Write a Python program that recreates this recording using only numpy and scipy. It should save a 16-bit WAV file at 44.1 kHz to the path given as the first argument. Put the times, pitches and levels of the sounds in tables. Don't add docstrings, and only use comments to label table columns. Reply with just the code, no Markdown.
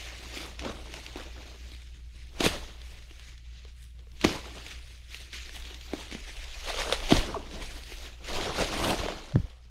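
import sys
import numpy as np
from scipy import signal
from scipy.fft import rfft, irfft, next_fast_len
from scipy.io import wavfile
from scipy.ndimage import uniform_filter1d, map_coordinates

SR = 44100
rng = np.random.default_rng(int(sys.argv[2]) if len(sys.argv) > 2 else 0)


def bounce(signal):
    frames = np.transpose(np.atleast_2d(signal))
    limited = np.clip(frames, -1, 1)
    pcm = np.round(limited * 32767).astype(np.int16)
    wavfile.write(sys.argv[1], SR, pcm)


N = 427769

# pitch_hz, level_db
CRACKLE_TONE = [(590, -40), (1000, -17), (1270, -10.5), (1820, -2.5), (2160, -0.5), (3710, -1), (4830, -5),
                (5360, -7), (6660, -8), (7740, -15.5), (8480, -14.5), (9960, -18), (12300, -23),
                (15600, -28)]
# time_s, level_db
FINE_TREBLE = [(0, -15), (.65, -15), (.88, -13), (1.25, -16), (1.7, -14), (2.1, -15), (2.4, -14),
               (2.52, -9), (2.7, -19), (2.92, -10), (3.1, -14), (3.72, -15.5), (3.83, -5), (3.95, -16),
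               (4.45, -15), (4.65, -12.5), (5.2, -16), (6, -13.5), (6.9, -15.5), (7.5, -16), (7.92, -11),
               (8.1, -17.5), (8.5, -17), (8.6, -12), (8.85, -13.5), (9.2, -15.5), (9.7, -14)]


def film():
    # pitch_hz, level_db
    drum_tone = [(53, -34), (90, 0.5), (139, -5), (204, -1.5), (276, -2.5), (315, 1.5), (431, -3.5),
                 (758, -6), (815, -8), (1600, -11), (2080, -24), (3520, -120)]
    crackle_db, flap_db, drum_db = pull_levels()
    clumps = wobble(45)
    ticks = tiny_rings(count=40000, samples=96, low_hz=924, high_hz=16600, cycles=1.22, spread_db=2.5)
    crackle = with_tone(folds(ticks + 1.53 * rng.standard_normal(N), depth_db=2.0), CRACKLE_TONE)
    fine = filtered(crackle, lambda hz: hz > 7700)
    body = crackle - fine
    sheen = filtered(crackle, lambda hz: hz > 11500)
    sheen_gain = amp(0.16 * (crackle_db + 60) + 2.3 * wobble(2.9))
    fine = fine + (sheen_gain - 1) * sheen
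    jumps = creases(count=300, fade_s=0.022, spread_db=2.0)
    fine_db = curves(FINE_TREBLE)[0] + 0.071 * (crackle_db + 51) + 2.1 * wobble(9)
    fine_gain = amp(fine_db) * jumps ** 0.44
    bright = amp(1.04 * clumps) * jumps * (unit(body) + fine_gain * unit(fine))
    taps = tiny_rings(count=6000, samples=800, low_hz=150, high_hz=1500, cycles=2.5, spread_db=1.3)
    dull_gain = amp(0.98 * clumps + 2.0 * wobble(30))
    dull = dull_gain * with_tone(taps + 2.16 * rng.standard_normal(N), drum_tone)
    flap = filtered(dull, lambda hz: 1 / (1 + (hz / 420) ** 8))
    return (amp(crackle_db) * unit(bright)
            + amp(flap_db + 1.8 * wobble(9.1)) * unit(flap)
            + amp(drum_db) * unit(dull - flap))


def pull_levels():
    # peak_s, crackle_db, rise_s, fall_s, drum_above_crackle_db
    tugs = [(.06, -44, 0.43, 0.27, -9.5), (.23, -54, .1, .1, -14), (.371, -39.5, 0.095, 0.1, -6.5),
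            (.5, -54, .1, .1, -6), (.605, -46, .02, .08, -8), (.655, -44, .03, .13, 3),
            (.85, -57.5, .1, .1, -2), (.954, -46, 0.09, 0.22, -7.5), (1.07, -54.5, .05, .1, -7),
            (1.17, -46, .012, 0.065, 3), (1.23, -52.5, .04, .1, -7), (1.31, -57, 0.11, 0.12, -12),
            (1.45, -53.5, 0.15, 0.14, -1.5), (1.7, -53, 0.79, 0.27, -14.5), (1.954, -59.5, .1, 0.036, -28),
            (2.195, -55.5, 0.078, 0.14, -15.5), (2.405, -31, 0.005, .06, -4.5),
            (2.459, -25, 0.033, 0.027, -4), (2.495, -38, 0.022, .1, 0), (2.674, -51.5, 0.075, 0.073, -8),
            (2.85, -54, 0.15, 0.23, -11), (2.93, -56.5, 0.064, .2, -8.5), (3.13, -62.5, .1, .1, -8),
            (3.279, -51.5, 0.18, 0.076, -15.5), (3.592, -55.5, 0.18, 0.052, -17),
            (3.684, -55.5, .05, 0.038, -11.5), (3.829, -60.5, 0.16, 0.099, -20),
            (3.989, -64, 0.035, 0.066, -7), (4.17, -58, 0.029, .05, -19), (4.225, -43.5, 0.023, 0.033, -20),
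            (4.245, -32, 0.0064, 0.094, 1), (4.5, -50.5, .15, .2, -6), (4.667, -47, 0.24, .1, -10),
            (4.719, -45, .04, .04, -18), (4.909, -55.5, 0.27, 0.23, -13), (5.135, -45, .04, 0.11, -18.5),
            (5.21, -52, .05, 0.086, -12), (5.339, -37, .012, 0.075, -22), (5.46, -52, .1, 0.11, -17),
            (5.567, -46, 0.12, 0.038, -11.5), (5.679, -47.5, .12, 0.13, -10), (5.87, -51.5, .08, 0.07, -22),
            (5.944, -49, 0.015, 0.044, 6.5), (6.011, -45, 0.13, 0.09, -7),
            (6.14, -44.5, 0.052, 0.062, -9.5), (6.296, -47, 0.095, 0.039, -10.5),
            (6.441, -46, 0.31, 0.078, -11), (6.545, -44.5, 0.07, 0.38, -12),
            (6.695, -35.5, 0.039, 0.047, -4), (6.799, -34, 0.073, 0.1, -3), (6.936, -33, 0.06, 0.033, 0.5),
            (7.058, -41.5, 0.21, 0.045, -3), (7.112, -28.5, 0.018, 0.097, -2),
            (7.174, -30, 0.065, 0.028, -5), (7.3, -51, 0.065, 0.13, 8), (7.549, -46.5, 0.068, 0.071, -3.5),
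            (7.625, -41.5, 0.024, 0.057, -4), (7.78, -46.5, .3, 0.082, -8),
            (7.922, -45.5, 0.073, 0.084, -13), (8.06, -45, 0.14, 0.065, -9), (8.27, -39, 0.026, 0.38, -2),
            (8.36, -39, 0.061, 0.14, 1.5), (8.461, -37, .08, 0.047, 3), (8.61, -31, 0.053, 0.071, -0.5),
            (8.75, -40, 0.15, 0.28, -1.5), (8.903, -31.5, .16, 0.047, 2), (9, -39.5, 0.089, 0.12, -0.5),
            (9.081, -41.5, 0.1, 0.092, 1), (9.25, -55, .1, 0.15, -22), (9.42, -63, .08, .14, -5),
            (9.65, -72, 0.11, 0.18, -3)]
    # time_s, flap_above_drum_db
    looseness = [(0, -10), (.3, -3), (.95, -2.5), (1.4, -1), (2.2, 3.5), (2.6, -4.5), (3.3, -0.5),
                 (4.2, 1.5), (4.5, -2.5), (5.3, -1), (6.1, -1), (6.5, -14.5), (7, -12), (7.15, -1),
                 (7.5, 3), (8, -5.5), (8.5, -5), (9.1, -3), (9.7, -14)]
    rest_crackle_db, rest_drum_db = -76, -86
    peak_s, db, rise_s, fall_s, drum_above_db = np.transpose(tugs)[:, :, None]
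    t = np.linspace(0, N / SR, num=3300)
    power = amp(db - 10 * np.maximum((peak_s - t) / rise_s, (t - peak_s) / fall_s)) ** 2
    crackle_db = 10 * np.log10(power.sum(0) + amp(rest_crackle_db) ** 2)
    drum_db = 10 * np.log10((power * amp(drum_above_db) ** 2).sum(0) + amp(rest_drum_db) ** 2)
    crackle_db, drum_db = curves(np.transpose([t, crackle_db, drum_db]))
    return crackle_db, drum_db + curves(looseness)[0], drum_db


def creases(count, fade_s, spread_db):
    draw, t = rng.random((count, 2)), np.arange(SR // 20) / SR
    strength = amp(-spread_db * np.log(1.01 - draw[:, 1]))
    kicks = np.bincount((draw[:, 0] * N).astype(int), strength, N)
    power = signal.fftconvolve(kicks ** 2, amp(-120 * t / fade_s))[:N]
    return np.sqrt(1 + power.clip(0))


def folds(x, depth_db):
    spectrum = signal.stft(x, nperseg=256)[2]
    patches = uniform_filter1d(rng.standard_normal(spectrum.shape), size=4, axis=0)
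    patches = uniform_filter1d(patches, size=9, axis=1)
    return signal.istft(spectrum * amp(depth_db * unit(patches)), nperseg=256)[1][:N]


def tiny_rings(count, samples, low_hz, high_hz, cycles, spread_db):
    draw, t = rng.random((count, 4)), np.arange(samples) / SR
    hz = low_hz * (high_hz / low_hz) ** draw[:, 1:2]
    strength = amp(-spread_db * np.log(1.004 - draw[:, 2:3])) * np.sign(draw[:, 3:] - .5)
    rings = strength * hz * np.exp(-t * hz / cycles) * np.sin(2 * np.pi * hz * t)
    places = (draw[:, :1] * N).astype(int) + np.arange(samples)
    return unit(np.bincount(places.ravel(), rings.ravel(), N + samples)[:N])


def snaps():
    # start_s, click_db, click_hz, drum_offset_db, drum_hz
    breaks = [(0.3704, -27.5, 1960, -5, 295), (0.5934, -20.5, 2540, -35, 253), (0.623, -28, 3200, -10, 418),
              (0.662, -35.5, 2790, 9, 256), (.9398, -23, 2650, -16.5, 620), (1.064, -24.5, 2800, -28, 337),
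              (1.158, -31.5, 2580, 1.5, 314), (1.198, -31, 1620, -20, 256), (1.3783, -39, 1730, -12, 385),
              (1.4287, -42, 1580, -10, 423), (1.718, -36.5, 4100, -11, 300), (1.749, -38, 3200, -16, 242),
              (2.4059, -13, 2920, -7, 290), (2.4412, -16, 4660, -10, 260), (2.4624, -12.5, 1740, -3.5, 434),
              (2.8165, -34, 3340, -29, 310), (3.11, -38, 2900, -10, 324), (3.1956, -32, 3340, -34, 207),
              (3.3786, -36, 3380, -39, 207), (3.65, -39.5, 3330, -8.5, 430), (3.828, -43, 3730, -29, 215),
              (3.992, -46.5, 4060, -12, 458), (4.0694, -54, 1800, -2, 450), (4.117, -43, 5570, -24, 202),
              (4.2132, -21.5, 2750, -34, 403), (4.2426, -9, 2000, -10, 413), (4.2472, -9.5, 2240, -1, 315),
              (4.2485, -15, 1150, -12, 190), (4.6648, -28.5, 2310, -21, 447), (4.715, -31, 2400, -21, 390),
              (5.1453, -24, 2840, -25, 403), (5.3301, -26, 3320, -30.5, 317),
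              (5.4938, -31.5, 1770, -16, 423), (5.5653, -31, 2640, -15, 696),
              (5.623, -28.5, 3740, -29, 202), (5.652, -29, 3350, -25, 387), (5.7084, -39, 2730, -6, 387),
              (5.744, -27.5, 3740, -31, 630), (5.8114, -29, 3160, -33, 396),
              (5.9345, -25.5, 2300, 4.5, 298), (6.1137, -27, 2230, -19, 204),
              (6.1241, -27.5, 2220, -6, 267), (6.1492, -28, 3050, -0.5, 212), (6.6755, -27, 4430, -11, 584),
              (6.7014, -30, 3500, 4, 665), (6.7429, -27, 2140, -2.5, 478), (6.8187, -17.5, 1840, -25, 640),
              (6.9246, -10, 3700, -6.5, 504), (7.003, -26, 3000, -15, 423), (7.0938, -22, 3260, -12, 363),
              (7.1073, -21, 3030, -1.5, 372), (7.1221, -11.5, 3060, 6.5, 275),
              (7.1681, -17.5, 4500, -8, 556), (7.512, -33, 3100, -8, 412), (7.544, -34, 2810, -7, 206),
              (7.6176, -40, 2200, -4, 392), (7.8358, -33, 4370, -26, 462), (7.92, -34, 2040, -6.5, 358),
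              (8.356, -34, 2420, -9, 346), (8.412, -23, 2300, -10, 358), (8.5825, -21.5, 2860, -5, 395),
              (8.6207, -25, 2530, 1, 506), (8.9912, -26, 3460, -3, 378), (9.0607, -28, 2820, 4, 420),
              (9.0848, -25.5, 2170, 0.5, 580), (9.1224, -31.5, 2040, -2.5, 690),
              (9.3222, -36, 3650, -3, 584), (9.3567, -25.5, 1760, 10, 240), (9.4978, -47, 4090, -16, 202),
              (9.652, -48, 3100, -16, 202)]
    click_cycles, burst_fade_s, fine_fade_s = 17.8, 0.019, 0.02
    rings, burst_gain, fine_gain = np.zeros((3, N + SR))
    t = np.arange(SR // 10) / SR
    noise = with_tone(rng.standard_normal(N), CRACKLE_TONE)
    body = unit(filtered(noise, lambda hz: hz < 6000))
    fine = unit(filtered(noise, lambda hz: hz > 6000))
    bent_time = t + 0.0011 * (1 - np.exp(-t / 0.00063))
    for start_s, db, click_hz, drum_db, drum_hz in breaks:
        click_gain = amp(db - 60 * t * click_hz / click_cycles) * (1 - np.exp(-t * click_hz / 0.85))
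        add(rings, start_s, click_gain * np.sin(2 * np.pi * click_hz * t))
        burst_db = db - 0.66 * max(drum_db, 0)
        fine_db = burst_db + np.interp(start_s, *np.transpose(FINE_TREBLE))
        add(burst_gain, start_s, amp(burst_db - 10.5 - 60 * t / burst_fade_s))
        add(fine_gain, start_s, amp(fine_db - 8 - 60 * t / fine_fade_s))
        drum_fade_s = 0.024 + .0008 * max(-30 - db, 0)
        drum_gain = amp(db + drum_db + 7.5 - 60 * t / drum_fade_s) * (1 - np.exp(-t / 0.0017))
        phase = 2 * np.pi * drum_hz * bent_time
        overtone = 0.66 * amp(-60 * t / 0.021) * np.sin(2.29 * phase)
        add(rings, start_s, -drum_gain * (np.sin(phase) + overtone))
    return rings[:N] + burst_gain[:N] * body + fine_gain[:N] * fine


def squeaks():
    # start_s, level_db, start_hz, end_hz, length_s, lateness (above 1 peaks late)
    slips = [(7.112, -16.5, 810, 464, 0.015, 1.6), (7.343, -26.5, 1246, 620, 0.013, 0.52),
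             (7.351, -31, 700, 630, 0.024, 0.7), (7.357, -34, 1200, 1070, 0.017, 0.7),
             (7.362, -30, 450, 370, 0.022, 0.8)]
    track = np.zeros(N)
    for start_s, db, start_hz, end_hz, length_s, lateness in slips:
        progress = np.linspace(0, 1, round(length_s * SR))
        phase = 2 * np.pi * np.cumsum(start_hz * (end_hz / start_hz) ** progress) / SR
        add(track, start_s, amp(db) * np.sin(np.pi * progress ** lateness) * np.sin(phase))
    return track


def bumps():
    # start_s, level_db, pitch_hz, rise_s, fade_s
    contacts = [(2.461, -18, 172, .004, 0.036), (2.467, -29, 90, 0.0059, 0.093),
                (4.248, -17, 190, 0.0028, 0.038), (4.256, -28, 90, 0.012, 0.088),
                (7.124, -16, 150, 0.0043, 0.062), (7.131, -23, 95, 0.0054, 0.079),
                (7.164, -28, 93.5, 0.0065, 0.087), (7.176, -20, 45, .015, 0.1),
                (8.999, -24, 70, 0.0031, 0.038), (9.330, -11.5, 139.8, 0.034, 0.039),
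                (9.360, -13, 108.5, 0.0042, 0.076), (9.369, -15, 165, 0.0025, .06),
                (9.394, -16.5, 55.7, 0.0082, 0.032), (9.434, -20.5, 40.2, 0.011, 0.036)]
    track, t = np.zeros(N + SR), np.arange(SR // 2) / SR
    for start_s, db, hz, rise_s, fade_s in contacts:
        swell = np.minimum(t / rise_s, 1) ** 2 * amp(-60 * np.maximum(t - rise_s, 0) / fade_s)
        add(track, start_s, -amp(db) * swell * np.sin(2 * np.pi * hz * t))
    return track[:N]


def motor_and_air():
    # pitch_hz, level_db
    hum_notes = [(59.2, -0.5), (118.4, -19.5)]
    # time_s, level_db
    motor_level = [(0, -45), (4, -46.5), (8.9, -47.5), (9.3, -56), (9.7, -48)]
    # time_s, level_db
    gusts = [(0.0, -51.5), (2.27, -54), (2.48, -39.5), (2.81, -49.5), (4.02, -57), (4.32, -40.5),
             (4.46, -52), (5.65, -49.5), (6.81, -41), (6.91, -48), (7.19, -29.5), (7.27, -44.5),
             (8.24, -46.5), (8.37, -33), (8.45, -48), (8.64, -33), (8.73, -47), (9.1, -40), (9.32, -52),
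             (9.4, -43.5), (9.59, -62), (9.7, -55)]
    # pitch_hz, level_db
    rumble_tone = [(6, -27), (12, 10), (30, 12.5), (48, 7), (60, -38)]
    drone_tone = [(55, -37), (70, -1.5), (100, -9), (140, -13), (180, -18.5), (260, -31), (900, -63),
                  (1500, -57)]
    motor_db, flap_db = curves(motor_level)[0], pull_levels()[1]
    turn = 2 * np.pi * np.arange(N) / SR
    hum = sum(amp(db + 2.4 * wobble(17)) * np.sin(hz * turn + 0.57 * wobble(5)) for hz, db in hum_notes)
    rumble = amp(curves(gusts)[0] + 2.4 * wobble(6)) * with_tone(rng.standard_normal(N), rumble_tone)
    drone_gain = np.hypot(amp(motor_db - 13.5), amp(flap_db - 6.5))
    drone = drone_gain * with_tone(rng.standard_normal(N), drone_tone)
    return amp(motor_db) * unit(hum) + rumble + drone


def wall_echo(x):
    # pitch_hz, fade_s
    fade_times = [(100, 0.27), (500, 0.24), (3000, 0.53), (12000, 0.66)]
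    hz, t, noise = signal.stft(rng.standard_normal(SR), SR, nperseg=256)
    tail = signal.istft(noise * amp(-60 * t / at_pitch(fade_times, hz)[:, None]), SR, nperseg=256)[1]
    return signal.fftconvolve(np.pad(x, (300, 0)), tail / np.linalg.norm(tail))[:N]


def amp(db):
    return 10 ** (np.asarray(db) / 20)


def unit(x):
    return x / np.sqrt(np.mean(x ** 2) + 1e-20)


def at_pitch(points, hz):
    pitches, values = np.transpose(points)
    return np.interp(np.log(hz + 1), np.log(pitches + 1), values)


def curves(rows):
    times, *columns = np.transpose(rows)
    return [np.interp(np.arange(N) / SR, times, column) for column in columns]


def wobble(rate):
    return map_coordinates(rng.standard_normal(int(N * rate / SR) + 4), [np.arange(N) * rate / SR])


def filtered(x, gain_at):
    size = next_fast_len(N + SR // 2)
    return irfft(rfft(x, size) * gain_at(np.fft.rfftfreq(size, 1 / SR)), size)[..., :N]


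def with_tone(x, tone):
    return unit(filtered(x, lambda hz: amp(at_pitch(tone, hz))))


def add(track, start_s, sound):
    track[round(start_s * SR):][:len(sound)] += sound


def scene():
    # pitch_hz, above_shared_db
    width = [(8000, -84), (10000, -42), (11200, -6), (15000, 7.5)]
    # pitch_hz, left_above_right_db
    lean = [(10000, 0), (11500, 1), (15000, 7)]
    hits, sheet = snaps() + squeaks(), film()
    echo = amp(-11.5) * wall_echo(hits) + amp(-13) * wall_echo(sheet)
    shared = hits + sheet + echo + bumps() + motor_and_air()
    spectrum = signal.stft(shared, nperseg=128)[2]
    random_phases = np.exp(2j * np.pi * rng.random(spectrum.shape))
    scrambled = signal.istft(spectrum * random_phases, nperseg=128)[1][:N]
    side = filtered(scrambled, lambda hz: amp(at_pitch(width, hz)))
    pair = np.array([shared + side, shared - side])
    return filtered(pair, lambda hz: amp(at_pitch(lean, hz) * [[.5], [-.5]])
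                    / np.hypot(1, amp(at_pitch(width, hz))))


def record(dry):
    top_hz = 15750
    return filtered(dry, lambda hz: hz < top_hz)


dry = scene()
out = record(dry)
bounce(out)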